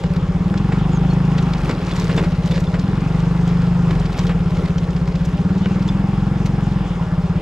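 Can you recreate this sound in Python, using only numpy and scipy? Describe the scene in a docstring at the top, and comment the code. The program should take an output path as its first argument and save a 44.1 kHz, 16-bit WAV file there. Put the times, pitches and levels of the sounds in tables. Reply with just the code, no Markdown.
"""A small single-cylinder scooter creeps along a gravel path, heard from the rider's chest.
Three gentle pulls on the throttle; every firing thumps the silencer and air box, over the whirr
of the drive. Stones crunch and pop under the tyres, sharp engine knocks and bumps rattle the panels,
hard jolts knock the hollow body, and a loose metal part clinks. There is one thin squeak, and the
slack belt hums when coasting."""
import sys
import numpy as np
from scipy import signal
from scipy.fft import rfft, irfft, next_fast_len
from scipy.io import wavfile

SR = 44100
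rng = np.random.default_rng(int(sys.argv[2]) if len(sys.argv) > 2 else 0)


def materialize(psi):
    """Save the field psi as 16-bit PCM at rate SR to the path in sys.argv[1].

    A 1-D psi becomes a single channel; in a 2-D psi each row is a channel.
    """
    bounded = np.clip(np.atleast_2d(psi).T, -1, 1)
    quanta = np.round(bounded * 32767).astype(np.int16)
    wavfile.write(sys.argv[1], SR, quanta)


N = 327177
TIME = np.arange(N) / SR
SIDES = np.array([[1], [-1]])  # left, right
IDLE_PER_S = 16.378  # firings per second at the start
LOOSE_DB = -45  # crunch level at which the pebble and grit rates are set

# Stereo image between two close listening points: pitch_hz, likeness (0-1), left_lead_rad
STEREO_IMAGE = [(100, 0.99, -0.065), (300, 1, -0.14), (594, 0.99, -0.43), (820, 0.82, -0.56),
                (1100, 0.9, -0.44), (1700, 0.87, -0.62), (2800, 0.6, -0.52), (4480, 0.7, -0.79),
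                (7000, 0.7, -0.49)]


def from_db(db):
    """Decibels to gain."""
    return 10 ** (np.asarray(db) / 20)


def rms_one(x):
    """Scale to unit power."""
    return x / np.sqrt(np.mean(x ** 2) + 1e-20)


def at_hz(points, hz, column=1):
    """Read a spectrum on a log-frequency axis."""
    return np.interp(np.log(hz), np.log(np.array(points)[:, 0]), np.array(points)[:, column])


def cut(x, hz, kind, order=2):
    """Butterworth filter."""
    sections = signal.butter(order, np.clip(hz, 10, .45 * SR), kind, fs=SR, output="sos")
    return signal.sosfilt(sections, x + 1e-18)


def drift(per_s):
    """A random wander that glides between values of spread 1."""
    return np.interp(TIME * per_s, np.arange(2000), rng.standard_normal(2000))


def swell(centre_s, half_s):
    """A smooth hump of height 1."""
    return np.exp(-np.minimum(((TIME - centre_s) / half_s) ** 2, 40))


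def burst(start_s, decay_s):
    """An envelope that jumps up and dies away."""
    age = TIME - start_s
    return (age >= 0) * np.exp(-np.clip(age / decay_s, 0, 40))


def ring(x, hz, width_hz):
    """A unit click starts a decaying cosine of height 1."""
    r, c = np.exp(-np.pi * width_hz / SR), np.cos(2 * np.pi * hz / SR)
    return signal.lfilter([1, -r * c], [1, -2 * r * c, r * r], x + 1e-18)


def chamber(x, hz, width_hz):
    """A resonance with a gain of about 1 at its pitch."""
    return 2 * np.pi * width_hz / SR * ring(x, hz, width_hz)


def mode(x, hz, t60_s):
    """A unit click starts a decaying tone of height 1, with no bass."""
    r, w = from_db(-60 / (t60_s * SR)), 2 * np.pi * hz / SR
    return signal.lfilter([.5, 0, -.5], [1, -2 * r * np.cos(w), r * r], x + 1e-18)


def coloured(spectrum, sources, flicker_db):
    """Shape two mid/side pairs into flickering third-octave stereo bands, at unit power overall."""
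    out, edges = 0, 22 * 2 ** np.arange(0, 9.6, 1 / 3)
    for k, (low, high) in enumerate(zip(edges, edges[1:])):
        hz = np.sqrt(low * high)
        if spectrum[0][0] <= hz <= spectrum[-1][0]:
            mid, side = cut(sources[k % 2], [low, high], "band")
            alike = at_hz(STEREO_IMAGE, hz)
            gain = from_db(at_hz(spectrum, hz) + flicker_db * drift(25))
            out = out + gain * (np.sqrt(1 + alike) * mid + np.sqrt(1 - alike) * side * SIDES)
    return rms_one(out)


def strokes(cycles, spread_db):
    """One click for each whole cycle, no two equally strong."""
    at, clicks = np.flatnonzero(np.diff(np.floor(cycles)) > 0), np.zeros(N)
    clicks[at] = from_db(spread_db * rng.standard_normal(400)[:len(at)])
    return clicks


def throttle(attack_s=0.17, release_s=0.29, coast_power=1.817):
    """Firings per second and load: each pull draws the engine up, then it coasts back to idle."""
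    # Throttle pulls: open_s, shut_s, aim_per_s, rise_s, coast_s, idle_after_per_s, load_fade_s
    pulls = [(.333, 1.387, 27.453, .361, .903, 17.003, 1.6), (2.706, 3.8, 25.104, .217, 1.148, 15.595, .6),
             (5.286, 6.678, 22.835, .401, .702, 16.664, 3)]
    speed, load = np.full(N, IDLE_PER_S), 0
    for open_s, shut_s, aim, rise_s, coast_s, idle, fade_s in pulls:
        held_s = np.clip(TIME - open_s, 0, shut_s - open_s)
        speed = aim + (speed - aim) * np.exp(-held_s / rise_s)
        speed = idle + (speed - idle) * (1 - np.clip((TIME - shut_s) / coast_s, 0, 1)) ** coast_power
        grip = np.clip(held_s / attack_s, 0, 1) * (1 - np.clip((TIME - shut_s) / release_s, 0, 1) ** 2)
        load = load + grip * np.exp(-(held_s / fade_s) ** 2)  # eases as the scooter gathers way
    return speed, load


def ground(shake_follows=0.23):
    """Tyre crunch and extra body shake, in dB, from the path and its ruts."""
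    # Looseness of the path: time_s, crunch_db
    path = [(0, -44), (.9, -49), (1.6, -43), (2.9, -43), (3.9, -45.5), (4.5, -46), (5.8, -44.5),
            (6.3, -51.5), (7.42, -46)]
    # Ruts and heaps of stones: centre_s, half_length_s, extra_crunch_db, extra_shake_db
    ruts = [(1.687, 0.096, 2.5, 6.5), (1.993, 0.15, 5, 4), (2.189, 0.089, 4, 5), (2.528, 0.079, 5.5, 3),
            (3.035, 0.022, -2, 5), (3.942, 0.076, 2, 4), (4.226, 0.07, 6.5, 3.5), (4.607, 0.11, 4, 4)]
    path_db = np.interp(TIME, *np.transpose(path))
    crunch_db = path_db + sum(db * swell(s, half_s) for s, half_s, db, _ in ruts)
    rut_shake_db = sum(db * swell(s, half_s) for s, half_s, _, db in ruts)
    return crunch_db, shake_follows * (path_db - path_db.mean()) + rut_shake_db


def engine(cycles, revs, load, hot_pitch_ratio=1.085, brisk_per_s=12):
    """The valve's puff, the piston's weaker push and the intake's gulp all ring the silencer."""
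    # Silencer resonances off load: pitch_hz, width_hz, level_db, polarity
    silencer = [(46, 64, -7.5, -1), (48.2, 9.2, -17, 1), (80.6, 9.4, -30.5, -1), (120, 9.2, -38.5, -1),
                (180.6, 23.4, -19.5, 1)]
    # Resonances that bark under effort: pitch_hz, width_hz, level_db
    barks = [(250.5, 62, -19.5), (319, 43.4, -16.5), (390, 76, -26), (790, 80, -26), (892, 89, -27),
             (1180, 120, -34)]
    # Firings weaken on the overrun: centre_s, half_length_s, dip_db
    overruns = [(1.74, 0.22, -6), (1.86, 0.064, -1.5), (4.063, 0.032, -4), (4.143, 0.027, -9.5),
                (6.862, 0.066, -4.5), (6.95, 0.021, -6), (7.06, 0.045, -5)]
    dip_db = sum(db * swell(s, half_s) for s, half_s, db in overruns)
    strength = from_db(-2 + 0.5 * load + 0.243 * revs + dip_db)
    puff = strength * strokes(cycles, spread_db=0.4)
    push = strength * strokes(cycles - 0.1943, spread_db=0.7)
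    gulp = strength * strokes(cycles - 0.4314, spread_db=2.0)
    idle_gas = cut((1 - load) * (puff + 0.16 * push + 0.15 * gulp), 30, "high")
    hot_gas = cut(load * (puff + 0.42 * push + 0.013 * gulp), 48, "high")
    pipe = 0
    for hz, width_hz, db, polarity in silencer:
        ringing = ring(idle_gas, hz, width_hz) + ring(hot_gas, hot_pitch_ratio * hz, width_hz)
        pipe = pipe + polarity * from_db(db) * ringing
    # the air box makes each thump swell and ring hollow
    thumps = pipe + from_db(15) * chamber(pipe, hz=172, width_hz=48)
    # as the revs rise the deep boom thins to a pitched putter
    brisk = np.clip(revs / brisk_per_s, 0, 1)
    thumps = thumps - 0.6 * brisk * chamber(thumps, hz=90, width_hz=56)
    # effort sharpens the puffs and wakes higher resonances, which swell through two chambers
    sharp = (0.79 * load + 0.35 * brisk) * (puff + 0.32 * push)
    bark = sum((-1) ** k * from_db(db) * chamber(ring(sharp, hz, width_hz), hz, width_hz)
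               for k, (hz, width_hz, db) in enumerate(barks))
    return cut(thumps, 256, "low") + bark


def drive(cycles, revs, load, shake_db, clutch_lag_s=0.1, throb=0.054, rasp_cycles=.2):
    """Belt and valve gear whirr through the casing; a rasp of gas follows every firing."""
    # Spectrum of the whirr: pitch_hz, density_db
    spectrum = [(260, -25.5), (450, -5.5), (704, -5), (787, -1), (959, 0), (1100, -4.5), (1250, -6),
                (1360, -3), (1760, -12), (2970, -12), (4360, -24.5), (4580, -26), (5000, -38), (6730, -22),
                (8740, -40), (11400, -62), (19200, -120)]
    # Casing resonances: pitch_hz, width_hz, level_db
    casing_modes = [(806.3, 21, -6), (1128, 78, -10), (1383, 66, -11), (3490, 64, -33), (5070, 320, -18.5)]
    pulse = 1 + throb * np.cos(2 * np.pi * (cycles - .25))
    whirr = coloured(spectrum, rng.standard_normal((2, 2, N)), flicker_db=2.5) * pulse
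    casing = sum(from_db(db) * rms_one(mode(rng.standard_normal(N), hz, np.log(1000) / np.pi / width))
                 for hz, width, db in casing_modes)
    gas = rng.standard_normal(N) * np.exp(-(cycles % 1) / rasp_cycles)
    rasp = rms_one(cut(gas, [480, 1500], "band"))
    belt_revs = np.interp(TIME - clutch_lag_s, TIME, revs)
    level_db = -39.5 + 0.52 * load + 0.3722 * belt_revs + 0.14 * shake_db
    return from_db(level_db) * (from_db(1.5) * whirr + casing + from_db(-4.5) * rasp)


def crank(cycles, revs):
    """The piston shakes the frame once per revolution, twice per firing, even when the engine misses."""
    frame = ring(strokes(2 * cycles - 0.4, spread_db=1.0), hz=56, width_hz=26)
    return from_db(-35 + 0.45 * revs) * rms_one(cut(frame, 80, "low", order=4))


def cam_chain(cycles, speed, load, teeth=35, cover_hz=594, cover_width_hz=38):
    """Links meet the sprocket in a thin, wavering whine that finds the cover's resonance near idle."""
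    mesh_phase = 2 * np.pi * teeth * cycles + 1.35 * drift(45)
    response = 1 / np.hypot(1, 2 * (teeth * speed - cover_hz) / cover_width_hz)
    return from_db(-38.5 - 5 * load + 1.5 * drift(6.8)) * response * np.sin(mesh_phase)


def body_rumble(shake_db, level_db=-29):
    """The ground shakes the body into a low rumble."""
    # Spectrum of the rumble: pitch_hz, density_db
    spectrum = [(22, -11.5), (45, 2.5), (75, -7), (130, 0.5), (240, -4), (310, -7), (420, -4.5),
                (560, -12.5), (750, -24.5), (1200, -37)]
    noise = rng.standard_normal((2, 2, N))
    return from_db(level_db + shake_db) * coloured(spectrum, noise, flicker_db=2.5)


def gravel(crunch_db, grains_per_s=600, spread_db=4.0, smooth_db=-47):
    """Clumps of grains grind under the tyres, denser and louder where the path is loose."""
    # Spectrum of the crunch: pitch_hz, density_db
    spectrum = [(530, -37.5), (900, -0.5), (1530, -10), (1720, 1.5), (3250, -13), (3570, -8), (3710, -6),
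                (4940, -11.5), (7800, -26), (8740, -51.5), (11400, -65.5), (19200, -120)]
    loose = 1 / (1 + from_db(smooth_db - crunch_db) ** 2)
    shape = (2, 2, N)
    struck = rng.random(shape) < grains_per_s * loose * from_db(4 * drift(50)) / SR
    sizes = from_db(spread_db * np.minimum(rng.exponential(1, shape), 4))
    grains = struck * sizes * rng.choice([-1, 1], shape)
    sources = [grains[0] + grains[1], grains[1] - grains[0]]  # every grain reaches every band
    return from_db(crunch_db - 0.2) * loose * coloured(spectrum, sources, flicker_db=1.0)


def grit(crunch_db, ticks_per_s=130, low_hz=2500, high_hz=12500, ring_cycles=14, octave_db=-8):
    """Single chips tick at scattered pitches and pans, crackling where the path is loose."""
    loose_db = crunch_db - LOOSE_DB
    at = np.flatnonzero(rng.random(N) < ticks_per_s * from_db(1.5 * loose_db) / SR)
    size = from_db(-37 + 0.38 * loose_db[at] + 3 * np.minimum(rng.exponential(1, len(at)), 4))
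    pitches = np.geomspace(low_hz, high_hz, 16)
    pitch_index = rng.integers(0, len(pitches), len(at))
    pan = from_db(3 * rng.standard_normal(len(at)) * SIDES)
    out = 0
    for k, hz in enumerate(pitches):
        clicks = np.zeros((2, N))
        clicks[:, at] = (pitch_index == k) * size * pan
        out = out + from_db(octave_db * np.log2(hz / low_hz)) * mode(clicks, hz, ring_cycles / hz)
    return out


def panel_rattle(contacts_per_s=1300):
    """Sharp engine knocks and bumps clack the plastic panels, which chatter against their fixings."""
    # Sharp engine knocks and bumps: start_s, force_db, chatter_s
    hits = [(.038, -21, 0.0035), (0.541, -22, 0.002), (0.7215, -22.5, 0.015), (1.693, -18.5, 0.0079),
            (1.707, -23, 0.01), (2.095, -17, 0.01), (2.1769, -14, 0.013), (2.238, -25, 0.016),
            (2.515, -24.5, 0.012), (2.578, -20, 0.004), (2.7412, -20.5, 0.014), (3.9078, -23.5, 0.0037),
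            (4.183, -25, 0.019), (4.292, -22.5, 0.022), (5.658, -18, .003)]
    # Panel resonances: pitch_hz, level_db, t60_s
    panel_modes = [(326, -4, 0.046), (465, 12.5, 0.033), (780, -12, 0.052), (1420, -10, 0.043),
                   (1540, 1, 0.028), (1950, -6, 0.032), (2230, -4.5, 0.068), (2880, -8, 0.06),
                   (3550, -8.5, 0.0086), (4850, -6.5, 0.012), (7400, 4.5, 0.0055)]
    force = sum(from_db(db) * burst(s, chatter_s) for s, db, chatter_s in hits)
    contacts = force * (rng.random(N) < contacts_per_s / SR)
    blows = 1.1 * np.maximum(np.diff(force, prepend=0), 0)
    ringing = sum(from_db(db) * mode((-1) ** k * blows + contacts * rng.standard_normal(N), hz, t60_s)
                  for k, (hz, db, t60_s) in enumerate(panel_modes))
    clack = force * rms_one(cut(rng.standard_normal(N), [260, 2200], "band"))
    return cut(from_db(-18) * ringing + from_db(-4) * clack, 5000, "low")


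def pebbles(crunch_db, per_s=9, centre_hz=3200, spread_octaves=0.35, treble_db=-13):
    """Rows for stone_pops: small stones at random, more and louder on loose ground."""
    loose_db = crunch_db - LOOSE_DB
    at = np.flatnonzero(rng.random(N) < per_s * from_db(loose_db) ** 2 / SR)[:200]
    size, pitch = rng.standard_normal((200, 2))[:len(at)].T
    level_db = -34.5 + 0.24 * loose_db[at] + 2.2 * size
    pitch_hz = centre_hz * 2 ** (spread_octaves * pitch)
    return list(zip(at / SR, level_db, pitch_hz, np.full(len(at), treble_db)))


def stone_pops(crunch_db, crush_s=0.0031, snap_s=.0035, skitter_s=0.013, width=0.2):
    """A stone is crushed under the tread, snaps in a cluster of tiny cracks and skitters briefly."""
    # The loudest stones, levels relative: snap_at_s, level_db, pitch_hz, splinter_db
    loud_stones = [(.1645, -27.5, 3300, -16), (.5774, -26.5, 3500, -25), (1.384, -22, 2800, -26),
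                   (1.5357, -21.5, 2840, -26), (1.713, -24, 3200, -15), (1.9121, -21, 2600, -25),
                   (1.9639, -27, 5500, -6), (1.9999, -22, 4440, -5), (2.045, -29, 4500, -4),
                   (2.081, -28, 3200, -7.5), (2.166, -26, 5000, -3), (2.4595, -30, 5980, -6),
                   (2.5147, -23, 3780, -11), (2.605, -30.5, 5540, 0), (2.796, -26.5, 4373, -22),
                   (3.479, -27.5, 3800, -12), (3.9096, -21, 2480, -23), (3.9995, -30, 5000, -11),
                   (4.0577, -24, 3400, -20), (4.129, -29, 3460, -9), (4.1779, -26, 3580, -5),
                   (4.192, -21, 4600, -10), (4.2712, -22, 3790, -11), (4.477, -38, 3400, -10),
                   (4.7835, -25, 3490, -23), (4.9656, -29.5, 3510, -21), (5.0774, -29.5, 3500, -16),
                   (5.1572, -26.5, 3173, -17), (5.252, -31, 5070, -6), (5.8253, -30, 3800, -9),
                   (5.879, -28, 4400, -18), (6.4612, -25, 3750, -8)]
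    lead, length = SR // 100, SR // 10
    age = (np.arange(length) - lead) / SR
    before, after = np.minimum(age, 0), np.maximum(age, 0)
    decay = np.exp(-after / snap_s) + from_db(-12) * np.exp(-after / skitter_s)
    envelope = np.exp(before / crush_s) * decay
    out = np.zeros((2, N + length))
    for s, db, hz, splinter_db in loud_stones + pebbles(crunch_db):
        cracks_db = 5 * np.interp(np.arange(length), np.linspace(0, length, 100), rng.standard_normal(100))
        mid, side = rng.standard_normal((2, length)) * envelope * from_db(cracks_db)
        snap = mid + width * side * SIDES
        core = cut(cut(snap, [hz * .5, hz * 1.42], "band"), 8000, "low", order=6)
        pop = core + from_db(splinter_db - 12) * cut(snap, 3100, "high")
        at = max(round(s * SR) - lead, 0)
        out[:, at:at + length] += from_db(db + 2.5) * pop / np.abs(pop).max()
    return out[:, :N]


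def metal_clinks(bounce_s=.0056, t60_s=.1, upper_ratio=1.44, upper_db=-12):
    """Loose metal touches twice and rings for a moment in two modes."""
    # Clinks: start_s, level_db, pitch_hz
    hits = [(.578, -36, 3490), (1.100, -36, 4280), (1.921, -32, 3490), (2.178, -22, 3490),
            (2.520, -27.5, 3490), (2.670, -32, 3490), (5.888, -24, 3485)]
    out, sample = np.zeros(N), np.arange(N)
    for s, db, hz in hits:
        touches = (sample == round(s * SR)) + .5 * (sample == round((s + bounce_s) * SR))
        upper = from_db(upper_db) * mode(touches, hz * upper_ratio, t60_s / 2)
        out += from_db(db) * (mode(touches, hz, t60_s) + upper)
    return cut(out, 6000, "low")


def squeak(start_s=0.918, end_s=0.98, from_hz=7200, to_hz=6250, level_db=-42, blur_hz=140):
    """One thin, falling squeak with a rough edge."""
    along = np.clip((TIME - start_s) / (end_s - start_s), 0, 1)
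    tone = np.sin(2 * np.pi * np.cumsum(from_hz + (to_hz - from_hz) * along) / SR)
    flutter = rms_one(cut(rng.standard_normal(N), blur_hz, "low"))
    return from_db(level_db) * np.sqrt(np.abs(np.sin(np.pi * along))) * tone * flutter


def trim_clatter(contacts_per_s=240, low_hz=1150, high_hz=7000, ring_cycles=17, octave_db=-4.5):
    """Loose bits of trim chatter in dense bursts, each with a short ring of its own."""
    # Stretches of rough ground: centre_s, half_length_s, level_db
    rough_patches = [(1.65, 0.071, -36), (1.963, 0.095, -41), (2.103, 0.077, -41), (2.216, 0.039, -39),
                     (3.934, .13, -45), (4.24, 0.082, -40), (4.62, 0.11, -44)]
    struck = rng.random(N) < contacts_per_s * from_db(4 * drift(60)) / SR
    touches = struck * from_db(1.5 * np.minimum(rng.exponential(1, N), 3)) * rng.choice([-1, 1], N)
    pitches = np.geomspace(low_hz, high_hz, 18)
    pitch_index, out = rng.integers(0, len(pitches), N), 0
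    for k, hz in enumerate(pitches):
        pan = from_db(1.8 * rng.standard_normal() * SIDES)
        ringing = mode(touches * (pitch_index == k), hz, ring_cycles / hz)
        out = out + pan * from_db(octave_db * np.log2(hz / low_hz)) * ringing
    return rms_one(out) * sum(from_db(db) * swell(s, half_s) for s, half_s, db in rough_patches)


def body_knocks(rebound_s=.0115, rebound_db=-7, spread_db=1.5):
    """A hard jolt strikes the hollow body and rebounds once, a little different in tone each time."""
    # Hard jolts: start_s, level_db
    jolts = [(1.6931, -15.5), (2.166, -22.5), (2.1765, -16), (2.578, -30)]
    # Resonances of the hollow under the seat: pitch_hz, level_db, t60_s
    hollow_modes = [(240, -1.5, 0.072), (310, -5, 0.082), (425, -3, .06), (482, -4.5, 0.051),
                    (567, -15, 0.034)]
    out = 0
    for k, (hz, mode_db, t60_s) in enumerate(hollow_modes):
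        blows = np.zeros(N)
        for s, db in jolts:
            at = [round(s * SR), round((s + rebound_s) * SR)]
            blows[at] += from_db(db + np.array([0, rebound_db]) + spread_db * rng.standard_normal(2))
        out = out + (-1) ** k * from_db(mode_db) * mode(blows, hz, t60_s)
    return cut(out, 1500, "low")


def belt_hum(cycles, pitch_hz=1340, t60_s=0.047, throb=.5):
    """While coasting, the slack belt rubs its cover into a rough hum that throbs with the engine."""
    # The wheel drives the slackening belt: centre_s, half_length_s, level_db
    coasts = [(2.3, 0.38, -50), (4.65, .45, -44.5)]
    rubbing = rng.standard_normal(N) * (1 + throb * np.cos(2 * np.pi * cycles))
    envelope = sum(from_db(db) * swell(s, half_s) for s, half_s, db in coasts)
    return rms_one(mode(rubbing, pitch_hz, t60_s)) * envelope


def scene():
    """Engine, drive, tyres and bodywork, all riding along with the listener."""
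    speed, load = throttle()
    crunch_db, shake_db = ground()
    revs = speed - IDLE_PER_S  # firings per second above idle
    cycles = .31 + np.cumsum(speed) / SR  # one firing per cycle
    rumble = body_rumble(shake_db)
    machine = engine(cycles, revs, load) + drive(cycles, revs, load, shake_db) + crank(cycles, revs)
    machine += cam_chain(cycles, speed, load) + belt_hum(cycles)
    tyres = gravel(crunch_db) + grit(crunch_db)
    bodywork = panel_rattle() + body_knocks() + trim_clatter() + metal_clinks()
    return machine + rumble + tyres + bodywork + squeak() + stone_pops(crunch_db)


def record(dry, balance_db=0.35, ceiling=0.6, cutoff_hz=13000):
    """Left and right hear the scene slightly out of phase; peaks are rounded and the top is cut."""
    size = next_fast_len(N + SR // 10)
    hz = np.maximum(np.arange(size // 2 + 1) * SR / size, 1)
    lead_rad = at_hz(STEREO_IMAGE, hz, column=2)
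    shifted = irfft(rfft(dry, size) * np.exp(.5j * lead_rad * SIDES), size)[:, :N]
    rounded = ceiling * np.tanh(shifted * from_db(balance_db * SIDES) / ceiling)
    return cut(rounded, cutoff_hz, "low", order=12)


dry = scene()
out = record(dry)
materialize(out)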